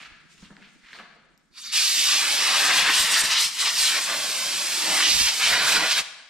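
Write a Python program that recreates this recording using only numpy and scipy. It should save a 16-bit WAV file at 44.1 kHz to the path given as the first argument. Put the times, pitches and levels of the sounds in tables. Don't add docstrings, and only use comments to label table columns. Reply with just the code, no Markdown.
import sys
import numpy as np
from scipy import signal
from scipy.io import wavfile
from scipy.ndimage import map_coordinates

SR = 44100
rng = np.random.default_rng(int(sys.argv[2]) if len(sys.argv) > 2 else 0)


def persist_wave(psi):
    counts = np.round(np.clip(psi, -1, 1) * 32767).astype(np.int16)
    wavfile.write(sys.argv[1], SR, np.atleast_2d(counts).T)


N = 277477
TIME = np.arange(N) / SR
CONTROL_STEP = 40
CONTROL_TIME = TIME[::CONTROL_STEP]
PRESS_S, OPEN_S, RELEASE_S, SHUT_S = 1.714, 0.032, 5.984, 0.045

# pitch_hz, likeness (0-1)
LIKENESS = [(100, .9), (450, .92), (1200, .98), (2500, .95), (5000, .8), (7000, .72), (10000, .35),
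            (14000, .3)]
# pitch_hz, left_minus_right_db
BALANCE = [(200, -1), (1200, -2), (3000, 1), (5000, -1.5), (7500, 2), (10000, -9), (12500, -4.5),
           (15000, -2)]
# pitch_hz, level_db
DRONE_SPECTRUM = [(20, -3), (48, -7), (80, -23), (105, -49), (135, -4), (184, -2), (280, -8.5), (520, -19),
                  (850, -24), (1650, -24), (4000, -26), (8300, -29.5), (10500, -48), (14000, -52)]
# time_s, level_db
DRONE_LEVEL = [(0, -61), (1.5, -64.5), (6, -68)]
# pitch_hz, ring_s
ROOM_RING = [(150, 0.83), (600, 1.07), (1500, 1.17), (4000, 0.94), (8000, 0.75), (14000, 0.28)]

# pitch_hz, level_db
BUFFET_SPECTRUM = [(20, 1), (55, 4), (110, -2.5), (180, -1), (400, -20.5), (900, -50)]
# time_s, length_s, level_db
GUSTS = [(.11, 0.12, -68), (.46, .1, -57), (2.82, 0.063, -50), (3.01, 0.075, -50.5), (3.24, 0.033, -41),
         (3.33, 0.054, -55), (3.46, 0.056, -55), (3.84, 0.068, -58), (4.9, 0.13, -62), (5.15, .1, -41),
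         (5.156, 0.034, -30), (5.222, 0.035, -34), (5.29, .05, -53), (5.51, 0.065, -44), (5.64, 0.25, -53),
         (5.79, 0.083, -48), (6.0, 0.042, -53)]

# time_s, length_s, level_db, pitch_hz
SCUFFS = [(0.014, 0.069, -43.5, 2230), (.058, 0.03, -48, 2700), (.14, 0.17, -54.5, 1790),
          (0.387, 0.03, -57, 2800), (.457, 0.047, -51, 3120), (0.65, 0.071, -50, 2480),
          (0.848, 0.05, -55.5, 2000), (.9, 0.066, -49, 1970), (0.954, 0.036, -43.5, 4200),
          (.998, 0.02, -44.5, 1750), (1.035, .05, -51.5, 1700), (1.15, 0.11, -63, 1700)]
# pitch_hz, level_db
SCUFF_SPECTRUM = [(800, -18), (1250, -1.5), (1650, -2.5), (2100, -3), (2700, -3), (4200, -6), (6400, -22)]
# time_s, length_s, level_db
SCRAPES = [(.02, 0.095, -59), (.3, .02, -63.5), (.43, 0.022, -54.5), (.519, 0.028, -52.5),
           (.59, 0.094, -59), (.955, 0.027, -48.5), (1.005, 0.04, -44), (1.17, 0.063, -63)]
# pitch_hz, level_db
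SCRAPE_SPECTRUM = [(200, -3), (350, -5), (600, -0.5), (800, -4.5), (1200, -3), (2000, -10)]
# time_s, length_s, level_db
SWISHES = [(.02, 0.11, -56.5), (.322, 0.065, -58), (.42, 0.085, -59), (.74, 0.43, -67.5), (.96, 0.082, -58)]
# pitch_hz, level_db
SLEEVE_SPECTRUM = [(2000, 2), (4000, 1), (6400, 0), (8200, -3), (10000, -21), (12700, -18), (16000, -32)]
# time_s, strength_db
BAMBOO_TAPS = [(0.567, -32.5), (0.625, -34), (0.931, -28.5), (0.938, -33), (0.988, -30.5)]
# pitch_hz, level_db, ring_s
BAMBOO_TONES = [(1390, -19, 0.014), (1710, -4.5, 0.0097), (2170, -9.5, .01), (2640, -7.5, 0.0034),
                (3600, -11, 0.0033), (4850, -16, 0.0034)]
# time_s, strength_db
COUPLING_TICKS = [(1.377, -59)]
# pitch_hz, level_db, ring_s
COUPLING_TONES = [(3700, -4, .005), (5230, 2, 0.004), (8500, -1, .01), (10800, -18, 0.0091),
                  (11940, -7, .03)]
# time_s, strength_db
METAL_BUMPS = [(0.988, -52)]
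# pitch_hz, level_db, ring_s
METAL_TONES = [(1400, -11, 0.67), (1750, -8, 0.7)]
# time_s, strength_db
STEPS = [(0.425, -34), (0.452, -47), (0.508, -35.5)]
# pitch_hz, level_db, ring_s
FLOOR_TONES = [(48, -18, 0.16), (157, -8.5, 0.08), (200, -2.5, 0.1), (292, -15, 0.069), (437, -15, 0.034)]

# time_s, left_delay_ms, left_minus_right_db
NOZZLE_PATH = [(1.5, 0.034, -0.5), (2.2, 0.041, -0.8), (2.8, 0.024, 1.5), (3.15, 0.0086, 0.5),
               (3.37, .002, 1), (3.65, 0.024, 0.5), (5.03, 0.035, -0.2), (5.12, 0.046, -3),
               (5.26, 0.05, -1.5), (5.36, 0.025, 0.5), (5.549, 0.035, -1), (5.999, 0.036, -.5)]
# time_s, level_db
LEAK_LEVEL = [(1.51, -77), (1.55, -54), (1.585, -40.5), (1.615, -42), (1.632, -43.5), (1.655, -37.5),
              (1.705, -41), (1.76, -34.5), (2.1, -27), (2.3, -49)]
# pitch_hz, level_db
LEAK_SPECTRUM = [(630, -18), (1000, -23), (1280, -3), (1700, -5.5), (2400, -2.5), (3200, 0), (4700, -1.5),
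                 (6500, -2.5), (8300, -7), (12500, -19), (16000, -28)]
# pitch_hz, width_hz, level_db
TUBE_PEAKS = [(2380, 160, 4), (3660, 180, 3), (4600, 360, 6), (5660, 180, -17)]
# time_s, waver_factor
HAND_MOTION = [(4.1, 1.1), (4.25, 0.35), (4.8, .25), (4.95, 1)]
# time_s, level_db
HISS_LEVEL = [(1.75, -31), (1.95, -31), (1.97, -29), (2.53, -33.5), (2.66, -26.5), (2.7, -35),
              (2.77, -28.5), (2.85, -36.5), (3.0, -25), (3.09, -34.5), (3.12, -27), (3.16, -30.5),
              (3.21, -26), (3.23, -37.5), (3.24, -28.5), (3.3, -36), (3.32, -31), (3.36, -39.5),
              (3.41, -24.5), (3.42, -28.5), (3.45, -28.5), (3.5, -44.5), (3.58, -38), (3.61, -33.5),
              (3.73, -34.5), (3.81, -26.5), (3.97, -33.5), (4.19, -34.5), (4.73, -32.5), (4.99, -29),
              (5.0, -28.5), (5.06, -34), (5.1, -30.5), (5.27, -27.5), (5.31, -36), (5.49, -30),
              (5.6, -37.5), (5.68, -27), (5.75, -29), (5.79, -36.5), (5.9, -35), (5.92, -33), (5.95, -38),
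              (5.98, -30), (6.0, -32)]
# pitch_hz, level_db
HISS_SPECTRUM = [(1000, -16), (3000, -15), (5000, 3), (6400, 0), (8200, 3.5), (10000, -6.5), (12900, -6.5),
                 (16000, -46)]
# time_s, level_db
RUSH_LEVEL = [(1.75, -22), (1.94, -25.5), (2.0, -22.5), (2.25, -24.5), (2.55, -23), (2.85, -25),
              (3.05, -26), (3.2, -28), (3.23, -30.5), (3.45, -23.5), (3.5, -37.5), (3.578, -35.5),
              (3.603, -26.5), (3.73, -31), (3.79, -26), (3.87, -25.5), (3.975, -26.5), (4.005, -30.5),
              (4.2, -29), (4.7, -29.5), (5.0, -24.5), (5.13, -23), (5.16, -25), (5.295, -26.5),
              (5.32, -29.5), (5.393, -29), (5.412, -27), (5.5, -26), (5.6, -25.5), (5.75, -25),
              (5.81, -25.5), (6.0, -24.5)]
# pitch_hz, level_db
RUSH_SPECTRUM = [(500, -38), (900, -39), (1500, -12), (2300, -0.5), (3300, 1.5), (4800, 1), (6200, -7.5),
                 (9000, -13)]
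# time_s, level_db
ROAR_LEVEL = [(1.75, -38.5), (1.93, -45.5), (2.25, -32), (2.5, -29), (2.8, -27), (3.0, -30.5), (3.2, -29.5),
              (3.44, -35.5), (3.52, -51.5), (3.63, -34), (3.75, -39.5), (3.92, -32), (3.988, -32),
              (4.005, -43), (4.15, -34), (4.25, -39), (4.75, -38.5), (4.92, -33), (5.0, -29), (5.12, -40),
              (5.29, -35), (5.33, -41.5), (5.39, -37), (5.412, -30.5), (5.55, -30), (5.78, -27.5),
              (5.92, -31.5), (5.95, -39.5), (5.98, -30.5)]
# pitch_hz, level_db
ROAR_SPECTRUM = [(400, -17.5), (640, -9.5), (800, -14.5), (1050, 0), (1650, 3), (2400, 0.5), (4000, -38)]
# pitch_hz, width_hz, level_db
HOLLOW_PEAKS = [(689, 44, 1), (1110, 270, -5), (2040, 480, -10.5)]
# time_s, level_db
WAKE_LEVEL = [(1.75, -58), (2.1, -46.5), (2.62, -39), (2.85, -41.5), (3.25, -47), (3.4, -51), (3.53, -63),
              (3.65, -49.5), (3.87, -52.5), (3.98, -42), (4.04, -48.5), (4.12, -41), (4.3, -44.5),
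              (4.74, -46), (4.86, -38.5), (4.95, -34.5), (5.05, -43.5), (5.35, -47.5), (5.47, -44),
              (5.62, -36), (5.85, -37), (5.95, -49), (6.0, -34)]
# pitch_hz, level_db
WAKE_SPECTRUM = [(80, -31), (125, -29), (165, -4), (240, -4.5), (310, 0.5), (400, -2.5), (510, -5.5),
                 (660, 2.5), (820, -1.5), (1300, -7)]
# time_s, length_s, lift_db, pitch_hz
WHOOSHES = [(2.115, 0.056, 2.5, 3630), (2.518, 0.02, 3, 606), (2.707, 0.03, 7, 1190),
            (2.792, 0.064, 3, 3000), (2.898, 0.033, 8, 700), (2.986, 0.16, 1.5, 5000),
            (3.152, 0.05, 7, 4800), (3.204, 0.027, 7.5, 7000), (3.256, 0.021, 7, 5500),
            (3.323, 0.04, 7.5, 4800), (3.384, 0.03, 3.5, 4600), (3.428, 0.047, -0.5, 5000),
            (3.602, 0.042, 4.5, 3730), (3.676, 0.048, 7, 2480), (3.807, 0.15, 3.5, 7000),
            (3.975, 0.035, 4, 1400), (4.1, 0.041, 6, 970), (5.055, 0.15, 3.5, 3020),
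            (5.202, 0.027, 7, 4500), (5.282, 0.058, 6.5, 3900), (5.452, 0.087, 6.5, 3520),
            (5.536, 0.04, 4.5, 1200), (5.708, .07, 5.5, 5500), (5.763, 0.022, 4.5, 2400),
            (5.837, 0.038, 4, 450), (5.917, 0.028, 6, 3200), (5.989, .035, 5, 3270)]
# start_s, end_s, start_hz, end_hz, lift_db
GAP_SWEEPS = [(2.466, 2.633, 686, 605, 5), (2.67, 2.73, 1100, 1900, 1.5), (2.785, 2.905, 3200, 1200, 1.8),
              (2.913, 3.062, 2380, 5000, 4), (3.35, 3.422, 3480, 4500, 5), (3.78, 3.92, 4670, 3480, 3.5),
              (3.923, 3.995, 3000, 1400, 2), (4.84, 4.97, 604, 760, 3), (4.947, 5.146, 1340, 5000, 2),
              (5.407, 5.512, 2400, 2800, 4), (5.513, 5.69, 1730, 1550, 5), (5.752, 5.857, 2200, 480, 3)]


def from_db(db):
    return 10 ** (np.asarray(db) / 20)


def rms_one(x):
    return x / np.sqrt(np.mean(x ** 2) + 1e-20)


def at_hz(points, hz):
    pitches, values = np.transpose(points)
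    return np.interp(np.log(hz), np.log(pitches), values)


def curve(rows):
    return np.interp(CONTROL_TIME, *np.transpose(rows))


def held(control):
    return np.repeat(control, CONTROL_STEP)[:N]


def drift(rate_hz):
    memory = np.exp(-2 * np.pi * rate_hz * CONTROL_STEP / SR)
    warm_up = 2000
    white = rng.standard_normal(len(CONTROL_TIME) + warm_up)
    return rms_one(signal.lfilter([1], [1, -2 * memory, memory * memory], white)[warm_up:])


def wander(spread_db, rate_hz):
    return held(from_db(spread_db * drift(rate_hz)))


def bell(offset, width):
    return .5 ** ((2 * offset / width) ** 2)


def swells(events):
    return held(sum(from_db(db) * bell(CONTROL_TIME - s, length) for s, length, db in events))


def delayed(x, seconds):
    return map_coordinates(x, [np.arange(N) - seconds * SR], order=3)


def bands(low_hz, high_hz):
    centres = 20 * 2 ** (np.arange(30) / 3)
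    half = 2 ** (1 / 6)
    return [(hz, signal.butter(2, [hz / half, hz * half], "band", fs=SR, output="sos"))
            for hz in centres if low_hz / half <= hz <= high_hz * half]


def noise(spectrum, flutter_db, patchy_db, flutter_hz=25, shared=1, stretch=1):
    out = np.zeros((2, N), np.float32)
    white = rng.standard_normal((2, 2, N), dtype=np.float32)
    together = from_db(flutter_db * drift(flutter_hz)) / np.sqrt(stretch)
    for k, (hz, band) in enumerate(bands(spectrum[0][0], spectrum[-1][0])):
        alike = np.clip(at_hz(LIKENESS, hz) * shared, 0, 1)
        mid, side = np.sqrt(1 + alike), np.sqrt(1 - alike)
        balance = from_db(at_hz(BALANCE, hz) * np.array([[.5], [-.5]]))
        to_stereo = np.array([[mid, side], [mid, -side]]) * balance
        gain = together * from_db(at_hz(spectrum, hz / stretch) + patchy_db * drift(9.9))
        band_noise = np.float32(signal.sosfilt(band, white[k % 2]))
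        out += held(np.float32(gain)) * (np.float32(to_stereo) @ band_noise)
    return rms_one(out.astype(float))


def coloured(x, peaks):
    out = x.copy()
    for hz, width_hz, db in peaks:
        out += from_db(db) * signal.lfilter(*signal.iirpeak(hz, hz / width_hz, fs=SR), x)
    return rms_one(out)


def struck(blows, tones, scatter_db):
    times_s, blow_db = np.transpose(blows)
    strengths = from_db(blow_db[:, None] + scatter_db * rng.standard_normal((len(blows), len(tones))))
    out = np.zeros(N)
    for k, (hz, tone_db, ring_s) in enumerate(tones):
        clicks = np.full(N, 1e-18)
        clicks[(times_s * SR).astype(int)] = strengths[:, k] * from_db(tone_db) * (-1) ** k
        decay, turn = from_db(-60 / (ring_s * SR)), 2 * np.pi * hz / SR
        out += signal.lfilter([0, np.sin(turn)], [1, -2 * decay * np.cos(turn), decay * decay], clicks)
    return out


def room_drone():
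    level = held(from_db(curve(DRONE_LEVEL)))
    return level * noise(DRONE_SPECTRUM, flutter_db=2.5, patchy_db=3.0, shared=0.27)


def room_response(build_s):
    t = TIME[:SR]
    white = rng.standard_normal((2, 2, len(t)))
    tail = np.zeros((2, len(t)))
    for k, (hz, band) in enumerate(bands(100, 16000)):
        mid, side = signal.sosfilt(band, white[k % 2])
        alike = 0.8 / (1 + (hz / 3000) ** 2)
        stereo = np.sqrt(1 + alike) * mid + np.sqrt(1 - alike) * np.array([side, -side])
        tail += stereo * from_db(-60 * t / at_hz(ROOM_RING, hz))
    return rms_one(tail * (1 - np.exp(-t / build_s))) / np.sqrt(len(t))


def workshop_echoes(x, left_db, right_db, first_echo_s, sway_db, patterns=4):
    sent = delayed(x.mean(axis=0), first_echo_s * wander(sway_db, 0.786))
    place = np.linspace(0, patterns - 1, N)
    out = np.zeros((2, N))
    for k in range(patterns):
        share = np.sqrt(np.clip(1 - abs(place - k), 0, 1))
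        out += signal.oaconvolve([share * sent], room_response(build_s=0.013), axes=1)[:, :N]
    return from_db([[left_db], [right_db]]) * out


def draught(left_db, right_db, steady_db):
    strength = swells(GUSTS) + from_db(steady_db) * valve_opening()
    buffet = noise(BUFFET_SPECTRUM, flutter_db=4.5, patchy_db=3.5, shared=0.84)
    return strength * from_db([[left_db], [right_db]]) * buffet


def soles_and_sleeves():
    sole = noise(SCUFF_SPECTRUM, flutter_db=2.0, patchy_db=0.0, flutter_hz=240, shared=0.88)
    width_hz, sing_db = 520, 2.5
    scuffs = sum(swells([(s, length, db)]) * coloured(sole, [(hz, width_hz, sing_db)])
                 for s, length, db, hz in SCUFFS)
    grit = noise(SCRAPE_SPECTRUM, flutter_db=3.0, patchy_db=3.0, flutter_hz=52)
    cloth = noise(SLEEVE_SPECTRUM, flutter_db=1.5, patchy_db=1.5, flutter_hz=80, shared=.55)
    scrapes, swishes = swells(SCRAPES) * grit, swells(SWISHES) * cloth
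    return from_db(-1.5) * scuffs + from_db(-0.5) * scrapes + from_db(1.0) * swishes


def bamboo_taps():
    return from_db(2.0) * struck(BAMBOO_TAPS, BAMBOO_TONES, scatter_db=4.0)


def metal_parts():
    tick = struck(COUPLING_TICKS, COUPLING_TONES, scatter_db=4.0)
    return tick + struck(METAL_BUMPS, METAL_TONES, scatter_db=0.0)


def footsteps():
    return from_db(-2.0) * struck(STEPS, FLOOR_TONES, scatter_db=1.5)


def near_echoes(air, echo_db, nearest_s, sway_db, count=4):
    out = air.copy()
    for k in range(count):
        echo_s = nearest_s * 1.8 ** k * wander(sway_db, 1.19)
        out += from_db(echo_db) * np.array([np.interp(TIME - echo_s, TIME, x) for x in air])
    return out


def nozzle_direction(air):
    times_s, delay_ms, pan_db = np.transpose(NOZZLE_PATH)
    left = delayed(air[0], np.interp(TIME, times_s, delay_ms) / 1000)
    pan = from_db(np.interp(TIME, times_s, pan_db) / 2)
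    return np.array([left * pan, air[1] / pan])


def valve_leak():
    level_db = np.interp(TIME, *np.transpose(LEAK_LEVEL), left=-np.inf, right=-np.inf)
    air = noise(LEAK_SPECTRUM, flutter_db=0.2, patchy_db=4.0)
    return from_db(level_db + 1.0) * coloured(air, TUBE_PEAKS)


def valve_opening():
    return np.clip((TIME - PRESS_S) / OPEN_S, 0, 1) * np.clip(1 - (TIME - RELEASE_S) / SHUT_S, 0, 1)


def swirl_gain(levels, hz, unsteady_db, reach_octaves=2.8, shade=0.14):
    level_db = curve(levels)
    for s, length, lift_db, pitch_hz in WHOOSHES:
        share = (1 + shade) * bell(np.log2(hz / pitch_hz), reach_octaves) - shade
        level_db += lift_db * share * bell(CONTROL_TIME - s, length)
    return from_db(level_db + unsteady_db * drift(5.6))


def gap_sweeps(air, sharpness=3.9, fade_s=0.029, block=128):
    out = air.copy()
    for start_s, end_s, start_hz, end_hz, lift_db in GAP_SWEEPS:
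        state = np.zeros((2, 2))
        for i in range(int((start_s - fade_s) * SR), int((end_s + fade_s) * SR), block):
            now_s = i / SR
            progress = np.clip((now_s - start_s) / (end_s - start_s), 0, 1)
            hz = start_hz * (end_hz / start_hz) ** progress
            fade = np.clip(.5 + min(now_s - start_s, end_s - now_s) / fade_s, 0, 1)
            peak = signal.iirpeak(hz, sharpness, fs=SR)
            band, state = signal.lfilter(*peak, air[:, i:i + block], zi=state)
            out[:, i:i + block] += (from_db(lift_db * fade) - 1) * band
    return out


def air_jet():
    motion = curve(HAND_MOTION)
    hiss_gain = from_db(curve(HISS_LEVEL) + 0.58 * motion * drift(19))
    rush_gain = swirl_gain(RUSH_LEVEL, hz=3320, unsteady_db=0.37 * motion)
    roar_gain = swirl_gain(ROAR_LEVEL, hz=1400, unsteady_db=0.6 * motion)
    wake_gain = swirl_gain(WAKE_LEVEL, hz=500, unsteady_db=0.88 * motion)
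    rush_pitch = 0.92 * (rush_gain / roar_gain) ** 0.1
    hiss = noise(HISS_SPECTRUM, flutter_db=0.23 * motion, patchy_db=1.16 * motion)
    hiss = signal.sosfilt(signal.butter(6, 14300, fs=SR, output="sos"), hiss)
    rush = noise(RUSH_SPECTRUM, flutter_db=0.0, patchy_db=motion, stretch=rush_pitch)
    roar = noise(ROAR_SPECTRUM, flutter_db=motion, patchy_db=1.5 * motion)
    wake = noise(WAKE_SPECTRUM, flutter_db=-0.5, patchy_db=2.25)
    air = held(hiss_gain) * from_db(3.0) * hiss
    air += held(rush_gain) * from_db(-0.17) * rush
    air += held(roar_gain) * from_db(-0.37) * coloured(roar, HOLLOW_PEAKS)
    air += held(wake_gain) * from_db(-0.36) * wake
    return valve_opening() * gap_sweeps(air)


def scene():
    blow_gun = air_jet() + valve_leak()
    air = from_db(0.1) * near_echoes(blow_gun, echo_db=-12.5, nearest_s=.0012, sway_db=0.9)
    rustle = soles_and_sleeves() + bamboo_taps() + metal_parts()
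    thuds = footsteps()
    far_air = signal.sosfilt(signal.butter(2, 320, "high", fs=SR, output="sos"), air)
    into_room = far_air + from_db(9.5) * rustle + from_db(10.0) * thuds
    room = workshop_echoes(into_room, left_db=-15.5, right_db=-18.0, first_echo_s=.006, sway_db=1.5)
    drone = room_drone()
    puffs = draught(left_db=-4, right_db=2.5, steady_db=-90)
    return nozzle_direction(air) + rustle + thuds + room + drone + puffs


def record(dry):
    cutoff_hz = 15700
    return signal.sosfilt(signal.ellip(12, .1, 90, cutoff_hz, fs=SR, output="sos"), dry)


dry = scene()
out = record(dry)
persist_wave(out)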